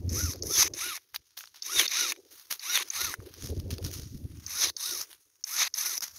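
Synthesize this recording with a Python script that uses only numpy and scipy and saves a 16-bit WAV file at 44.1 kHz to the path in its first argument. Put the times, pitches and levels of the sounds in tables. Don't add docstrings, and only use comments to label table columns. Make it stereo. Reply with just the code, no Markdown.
import sys
import numpy as np
from scipy import signal
from scipy.io import wavfile
from scipy.ndimage import uniform_filter1d, map_coordinates

SR = 44100
rng = np.random.default_rng(int(sys.argv[2]) if len(sys.argv) > 2 else 0)


def elevation(decibels):
    levels = np.asarray(decibels, float)
    return 10 ** (levels / 20)


def wav_record(signal):
    frames = np.transpose(np.atleast_2d(signal))
    bounded = np.clip(frames, -1, 1)
    quanta = np.round(bounded * 32767).astype(np.int16)
    wavfile.write(sys.argv[1], SR, quanta)


N = 272538


def evened(x):
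    return x / np.sqrt(np.mean(x ** 2) + 1e-20)


def add(mix, start_s, sound):
    part = mix[round(start_s * SR):][:len(sound)]
    part += sound[:len(part)]


def colour(x, points):
    hz, db = np.transpose(points)
    bin_hz = abs(np.fft.fftfreq(8192, 1 / SR))
    log_gain = np.interp(np.log(bin_hz + 1), np.log(hz), db) * np.log(10) / 20
    minimum_phase = np.exp(np.conj(signal.hilbert(log_gain)))
    taps = np.fft.ifft(minimum_phase).real[:4096]
    return signal.oaconvolve(x, taps)[:len(x)]


def ring(x, pitch_hz, width_hz):
    return signal.lfilter(*signal.iirpeak(pitch_hz, pitch_hz / width_hz, SR), x)


def wobble(count, size):
    smooth = uniform_filter1d(rng.standard_normal(count), size=size)
    return evened(uniform_filter1d(smooth, size=size))


def grains(per_s, spread_db, hiss):
    size_db = spread_db * np.minimum(rng.exponential(1, N), 3)
    size = elevation(size_db) * rng.standard_normal(N)
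    clicks = evened(size * (rng.random(N) < per_s / SR))
    return evened(clicks + hiss * rng.standard_normal(N))


def swell(peak_s, level_db, rise_s, hold_s, fall_s):
    t = np.arange(0, N + 32, 32) / SR - peak_s
    before = -t / max(rise_s, .002)
    after = (t - hold_s) / max(fall_s, .002)
    return elevation(level_db - 30 * np.maximum(np.maximum(before, after), 0))


def layers(swells, shares_db, floors_db):
    power = np.array(swells) ** 2
    first = elevation(2 * floors_db[0]) + power.sum(axis=0)
    second = elevation(2 * floors_db[1]) + elevation(2 * np.array(shares_db)) @ power
    return [np.interp(np.arange(N), 32 * np.arange(len(p)), np.sqrt(p)) for p in (first, second)]


# (arrives_s, hold_s, rumble_db, flutter_share_db, fall_s)
LOW_SWELLS = [(0.033, .23, -33, -14, 0.2), (0.38, 0.37, -46.5, 1, 0.11), (0.864, 0.0073, -61, 5.5, 0.096),
              (1.188, .01, -67.5, -6, 0.1), (1.775, .01, -58, 14.5, 0.23), (2.028, 0.006, -91.5, 45.5, 0.3),
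              (2.212, 0.013, -77, 20, 0.25), (2.54, .01, -88, 21.5, .1), (2.8, .01, -81, 30, 0.1),
              (3.059, 0.025, -48.5, 2.5, 0.089), (3.217, 0.0052, -50, 4.5, 0.25), (3.45, 0.28, -34, -14, 0.28),
              (3.871, 0.006, -36, -10, 0.25), (3.936, 0.36, -40, -22, 0.38), (4.665, 0.0086, -55.5, 9, 0.1),
              (4.926, 0.069, -64, 9.5, 0.15), (5.84, 0.15, -76, 10, .3), (6.17, .01, -59, -15, .1)]
# (pitch_hz, level_db)
RUMBLE_COLOUR = [(20, -28), (45, -17.5), (85, 2), (120, -10.5), (180, -17.5), (300, -16.5), (600, -58.5)]
# (pitch_hz, level_db)
FLUTTER_COLOUR = [(100, -30), (200, -37.5), (270, -6.5), (360, 3.5), (500, -4.5), (800, -20), (1500, -43.5)]


def wind():
    swells = [swell(s, db, .14, hold, fall) for s, hold, db, _, fall in LOW_SWELLS]
    calm_db = (-84, -85)
    rumble_gain, flutter_gain = layers(swells, [row[3] for row in LOW_SWELLS], calm_db)
    ports = []
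    for side_db in (.5, -.5):
        rumble, flutter = (evened(colour(rng.standard_normal(N), points) * elevation(6.4 * wobble(N, size=800)))
                           for points in (RUMBLE_COLOUR, FLUTTER_COLOUR))
        ports.append(elevation(2.5) * (rumble_gain * rumble + elevation(side_db) * flutter_gain * flutter))
    return np.array(ports)


# (start_s, chirp_peak_db, rattle_db, low_housing_share_db, hiss_share_db)
STROKES = [(0.0922, -27.5, -32.5, -8.5, -5.5), (0.423, -21, -36.5, -11.5, -2.5),
           (0.736, -19.5, -33, -5.5, -6), (1.6218, -20.5, -33.5, -10.5, -7), (1.878, -12, -29.5, -4, -6.5),
           (2.594, -20.5, -34.5, -4.5, -6), (2.9013, -18, -35, 2, -1), (4.4635, -23.5, -36.5, -2, -2.5),
           (4.7655, -18.5, -33.5, -4.5, -2.5), (5.439, -17, -38.5, -3, 1), (5.7397, -16, -32.5, -3, -1.5)]
# (pitch_hz, level_db)
CHIRP_TONES = [(4490, -1), (5340, 0), (6260, 0), (7000, -5), (3600, -15)]
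# (multiple_of_tooth_rate, level_db, wavering_db, gain_under_load_db)
GEAR_TONES = [(.25, -19, 3, 0), (1, -2, 3.5, -6), (2, -4, 4, 0), (2.6, -3, 2.5, 24), (4, 7, 2.5, 0)]
# (tooth_tone_db, top_tone_extra_db, share_of_speed_lost_under_full_load)
STROKE_TONES = [(-42, -3, 0), (-41, -8, .1), (-40, -4, 0), (-40, 3, .02), (-38, -2, 0), (-39, 11, 0),
                (-38, -9, 0), (-44, -7, .04), (-44, -5, 0), (-44, -7, .04), (-44, -5, 0)]
# (pitch_hz, level_db)
SHELL = [(250, -20), (360, 0), (600, -22), (950, -9), (1250, 0), (2300, 1), (2800, -3), (3200, 0),
         (3800, 0), (4600, -18), (5300, -9), (5750, 0)]
START_HZ, TOP_HZ, END_HZ = 500, 1450, 800
SPIN_UP_S, BRAKE_S, STROKE_S = .105, .157, .25


def whine(load):
    chirps, tones = np.zeros(N), np.zeros(N)
    t = np.arange(0, STROKE_S, 1 / SR)
    speed = np.interp(t, [0, SPIN_UP_S, BRAKE_S, STROKE_S], [START_HZ, TOP_HZ, TOP_HZ, END_HZ])
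    speed = uniform_filter1d(speed, size=1300)
    slowness = (TOP_HZ - speed) / (TOP_HZ - START_HZ)
    fade = elevation(-44 * slowness ** 2) * np.clip((STROKE_S - t) / 0.018, 0, 1)
    chirp_t = np.arange(0, .012, 1 / SR)
    gate = np.clip(chirp_t / .0004, 0, 1) * elevation(-np.maximum(chirp_t - .0038, 0) * 11000)
    for (start, chirp_db, *_), (tone_db, top_db, sag) in zip(STROKES, STROKE_TONES):
        chirp = sum(elevation(db + 3 * rng.standard_normal()) * np.sin(2 * np.pi * (hz * chirp_t + rng.random()))
                    for hz, db in CHIRP_TONES)
        add(chirps, start, elevation(chirp_db - 9) * gate * chirp)
        strain = uniform_filter1d(load[round(start * SR):][:len(t)], size=400)
        turns = np.cumsum(speed * (1 - sag * strain)) / SR
        stroke = np.zeros(len(t))
        for multiple, db, waver_db, load_db in GEAR_TONES:
            is_top = multiple > 3
            gain_db = db + is_top * top_db + load_db * strain + waver_db * wobble(len(t), size=150)
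            tone = np.sin(2 * np.pi * (multiple * turns + rng.random()))
            stroke += elevation(gain_db) * fade ** is_top * tone
        add(tones, start, elevation(tone_db) * fade * stroke)
    return chirps + colour(tones, SHELL)


# (pitch_hz, width_hz, level_db)
HOUSING_RINGS = [
    [(756, 530, -16.5), (1280, 490, 1), (2322, 1420, 12.5), (2440, 360, -34), (3780, 425, 19.5)],
    [(4170, 230, -8.5), (5480, 450, 1.5), (6050, 700, 7.5), (6920, 600, 0.5)],
]
# (pitch_hz, level_db)
HISS_COLOUR = [(4000, -44), (7000, -6), (9000, -4), (11000, -1.5), (12500, -5.5), (14000, -10.5),
               (16000, -16)]


def housing(drive):
    groups = [sum(elevation(db) * ring(ring(drive, hz, width), hz, 2 * width) for hz, width, db in group)
              for group in HOUSING_RINGS]
    return [evened(group) for group in groups + [colour(drive, HISS_COLOUR)]]


# (after_start_s, level_db)
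RATTLE_RUN = [
    (.002, -10.5),
    (.028, -8),
    (.034, -1.5),
    (.11, 3),
    (.2, -3),
    (.233, -2.5),
    (.246, -22.5),
    (.26, -31),
    (.31, -37.5),
]


def gears():
    teeth = grains(per_s=8600, spread_db=9.5, hiss=1.54) * elevation(1.96 * wobble(N, size=90))
    groups = housing(teeth)
    out = np.zeros(N)
    t = np.arange(0, RATTLE_RUN[-1][0], 1 / SR)
    run_db = np.interp(t, *np.transpose(RATTLE_RUN))
    for start, _, rattle_db, low_db, hiss_db in STROKES:
        low, main, hiss = (group[round(start * SR):][:len(t)] for group in groups)
        add(out, start, elevation(rattle_db + run_db) * (elevation(low_db) * low + main + elevation(hiss_db) * hiss))
    return out


# (start_s, peak_db, pitch_hz)
END_STOPS = [(0.3341, -18, 4710), (0.6757, -21, 6450), (0.9757, -23, 2020), (1.8634, -25, 4620),
             (2.1206, -9, 2150), (2.825, -15, 4840), (3.1398, -11, 1840), (4.6987, -18, 4630),
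             (5.005, -14, 4960), (5.675, -21, 5050), (5.978, -8, 6000)]
# (start_s, peak_db, pitch_hz)
WOOD_SNAPS = [
    (0.6284, -2, 3800),
    (1.8124, -4, 6260),
    (1.8334, -10, 6320),
    (1.923, -16, 2360),
    (1.9972, -12, 6080),
    (2.7745, -4, 2600),
    (2.8, -14, 4000),
    (4.6715, -13, 5400),
    (5.6495, -13, 4940),
]
# (start_s, peak_db, pitch_hz)
TWIG_TICKS = [(0.3584, -24, 4830), (0.4337, -18, 5860), (1.1443, -22, 1755), (1.1608, -8, 4160),
              (1.3756, -16, 4170), (1.4074, -23.5, 1800), (1.4389, -28, 1640), (1.456, -30, 6060),
              (1.4736, -31.5, 4430), (1.5446, -32.5, 1490), (1.572, -30.5, 6150), (2.162, -31.5, 2400),
              (2.5062, -57.5, 4320), (2.5177, -24.5, 5840), (3.2024, -36, 1130), (3.3393, -21, 5900),
              (3.4715, -19, 6050), (3.5992, -28, 4800), (3.7054, -18.5, 6200), (3.7825, -25, 4440),
              (3.848, -21.5, 5860), (3.9135, -19.5, 6300), (4.0202, -27, 5200), (4.0331, -20.5, 5000),
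              (5.0179, -31, 5900), (5.113, -29, 3600), (5.1295, -21.5, 3870), (6.0066, -12.5, 5800),
              (6.0231, -24, 6000), (6.041, -30.5, 5800)]


def knocks():
    out, t = np.zeros(N), np.arange(0, .08, 1 / SR)
    for rows, ring_s in ((END_STOPS, .03), (WOOD_SNAPS, .022), (TWIG_TICKS, .02)):
        fall = elevation(-60 * t / .006) + .4 * elevation(-60 * t / ring_s)
        for start, peak_db, hz in rows:
            step = 2.5 * elevation(-60 * t / .0012)
            burst = (rng.standard_normal(len(t)) + step) * fall * np.clip(t / .0003, 0, 1)
            crack = signal.lfilter([1, -hz / 7500], [1], burst)
            sound = crack + 2.2 * ring(burst, hz, 900)
            add(out, start, elevation(peak_db) * sound / abs(sound).max())
    return colour(out, [(80, -60), (400, -18), (1000, -2), (6000, 0), (9000, -1), (16000, -8)])


# (loudest_s, level_db, rise_s, fall_s, low_share_db)
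BRUSHES = [(0.349, -52.5, 0.033, 0.17, 3), (1.0, -64, 0.0094, 0.18, -14), (1.149, -32.5, 0.014, 0.032, -4),
           (1.371, -35.5, 0.0043, 0.12, -6.5), (1.544, -57, 0.007, 0.98, 0.5),
           (2.2, -63.5, 0.14, 0.39, -11), (2.311, -47, 0.015, 0.33, -7), (2.39, -47, 0.18, 0.18, -3.5),
           (2.511, -24, 0.015, 0.063, -3), (2.887, -46.5, 0.33, 0.037, 1.5), (3.439, -41, 0.17, 0.2, -5.5),
           (3.25, -55, 0.18, 1, 0), (3.707, -37.5, 0.006, 0.097, -1), (3.855, -38.5, 0.048, 0.1, -2.5),
           (3.928, -40.5, 0.017, 0.26, -4.5), (4.15, -57, 1.0, 1.0, -28.5), (4.454, -50, 0.39, 0.048, 0),
           (5.014, -28.5, 0.022, 0.05, -1.5), (5.119, -46.5, 0.13, 0.088, -3),
           (5.212, -63.5, 0.11, 0.56, -20), (6.022, -29.5, 0.0067, 0.1, -1), (6.174, -43, 0.11, .1, -4)]
# (pitch_hz, level_db)
BRUSH_COLOUR = [(500, -25), (1200, -10), (2500, -8.5), (4000, 2), (6000, 12), (8000, 5), (11000, 2.5),
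                (16000, -2.5)]


def rustle():
    clumps = elevation(2.2 * evened(uniform_filter1d(rng.standard_normal(N), size=300)))
    fine = grains(per_s=3000, spread_db=3.5, hiss=1.2)
    coarse = grains(per_s=160, spread_db=3.5, hiss=0)
    scratch = colour((fine + .6 * coarse) * clumps, BRUSH_COLOUR)
    low = signal.sosfilt(signal.butter(2, 3600, fs=SR, output="sos"), scratch)
    swells = [swell(s, db, rise, 0, fall) for s, db, rise, fall, _ in BRUSHES]
    still_db = (-67.5, -70.5)
    high_gain, low_gain = layers(swells, [row[-1] for row in BRUSHES], still_db)
    return elevation(3.5) * (high_gain * evened(scratch - low) + low_gain * evened(low))


# (blade_bites_s, wood_parts_s, crush_db, after_parting_db, low_share_db)
WOOD_CUTS = [
    (0.496, 0.62, -17.5, -31, -6),
    (1.705, 1.806, -20, -31, -3.5),
    (2.684, 2.765, -23, -33.5, -2),
    (4.559, 4.645, -21.5, -35.5, -1.5),
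    (5.516, 5.628, -23, -35, 1),
]
FREE_DB, LOADED_DB = -34, -24


def crush():
    level_db, low_db, t = np.full(N, -100.), np.zeros(N), np.arange(N) / SR
    for bite, part, crush_db, after_db, share_db in WOOD_CUTS:
        stop = min(s for s, *_ in END_STOPS if s > part) + 0.0043
        inside = (t > bite) & (t < stop)
        now = t[inside]
        done = np.clip((now - bite) / (part - bite), 0, 1)
        parted = np.clip((now - part) / .027, 0, 1)
        level_db[inside] = crush_db - 19.5 * (1 - done) ** 1.475 + (after_db - crush_db) * parted
        low_db[inside] = share_db + 13 * ((now - bite) / (stop - bite) - .5)
    level_db = uniform_filter1d(level_db, size=200)
    fibres = grains(per_s=4000, spread_db=3.0, hiss=1.0) * elevation(1.6 * wobble(N, size=120))
    low, main, hiss = housing(fibres)
    sound = elevation(level_db) * (elevation(low_db) * low + main + elevation(-7) * hiss)
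    load = np.clip((level_db - FREE_DB) / (LOADED_DB - FREE_DB), 0, 1)
    return sound, load


# (time_s, left_lags_right_samples, left_over_right_db)
HAND_PATH = [(.2, -7, 0), (.55, -8, -.5), (.86, -4, -.5), (1.15, -3, 0), (1.39, 3, 0), (1.75, -5, -1),
             (2.0, -1, -2.5), (2.35, 3, -2), (2.72, 3, -.5), (3.03, 7, -.5), (3.44, 1, .5), (3.93, 0, .5),
             (4.6, -8, -1), (4.9, -10, -1), (5.12, -4, 0), (5.57, -7, -.5), (6.03, -7, 0)]
# (pitch_hz, level_db)
LEFT_SHADOW = [(700, 1), (2400, 0), (4400, -1.5), (8000, -3.5), (15000, -2.5)]


def place(x, scatter_db):
    n = np.arange(N)
    move_s, lag, side_db = np.transpose(HAND_PATH)
    late = n - np.interp(n / SR, move_s, lag)
    left = map_coordinates(x, [late], order=3) * elevation(np.interp(n / SR, move_s, side_db))
    hz, _, spectrum = signal.stft(np.r_[np.zeros(90), x][:N], SR, nperseg=128)
    phase = 2 * np.pi * rng.random((spectrum.shape[1], len(hz), 2)).T
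    spectrum = spectrum * np.exp(1j * phase) * np.sqrt(hz / 8000)[:, None]
    scatter = signal.istft(spectrum, SR, nperseg=128)[1][:, :N]
    left, right = np.array([left, x]) + elevation(scatter_db) * scatter
    return np.array([colour(left, LEFT_SHADOW), right])


def scene():
    wood, load = crush()
    noisy = place(gears() + wood + rustle(), scatter_db=1)
    clear = place(whine(load) + knocks(), scatter_db=-9)
    return wind() + noisy + clear


def top_cut(x):
    return signal.sosfilt(signal.butter(12, 16960, fs=SR, output="sos"), x)


# (pitch_hz, level_db)
PORT_COLOUR = [(300, 0), (5000, 0), (6700, 0), (7000, -4), (7200, -15), (7500, -21), (7900, -11),
               (9000, -3), (11000, 0), (15650, 0), (15950, -30), (17000, -34)]


def record(dry):
    mix = np.array([colour(channel, PORT_COLOUR) for channel in dry])
    return top_cut(mix)


dry = scene()
out = record(dry)
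wav_record(out)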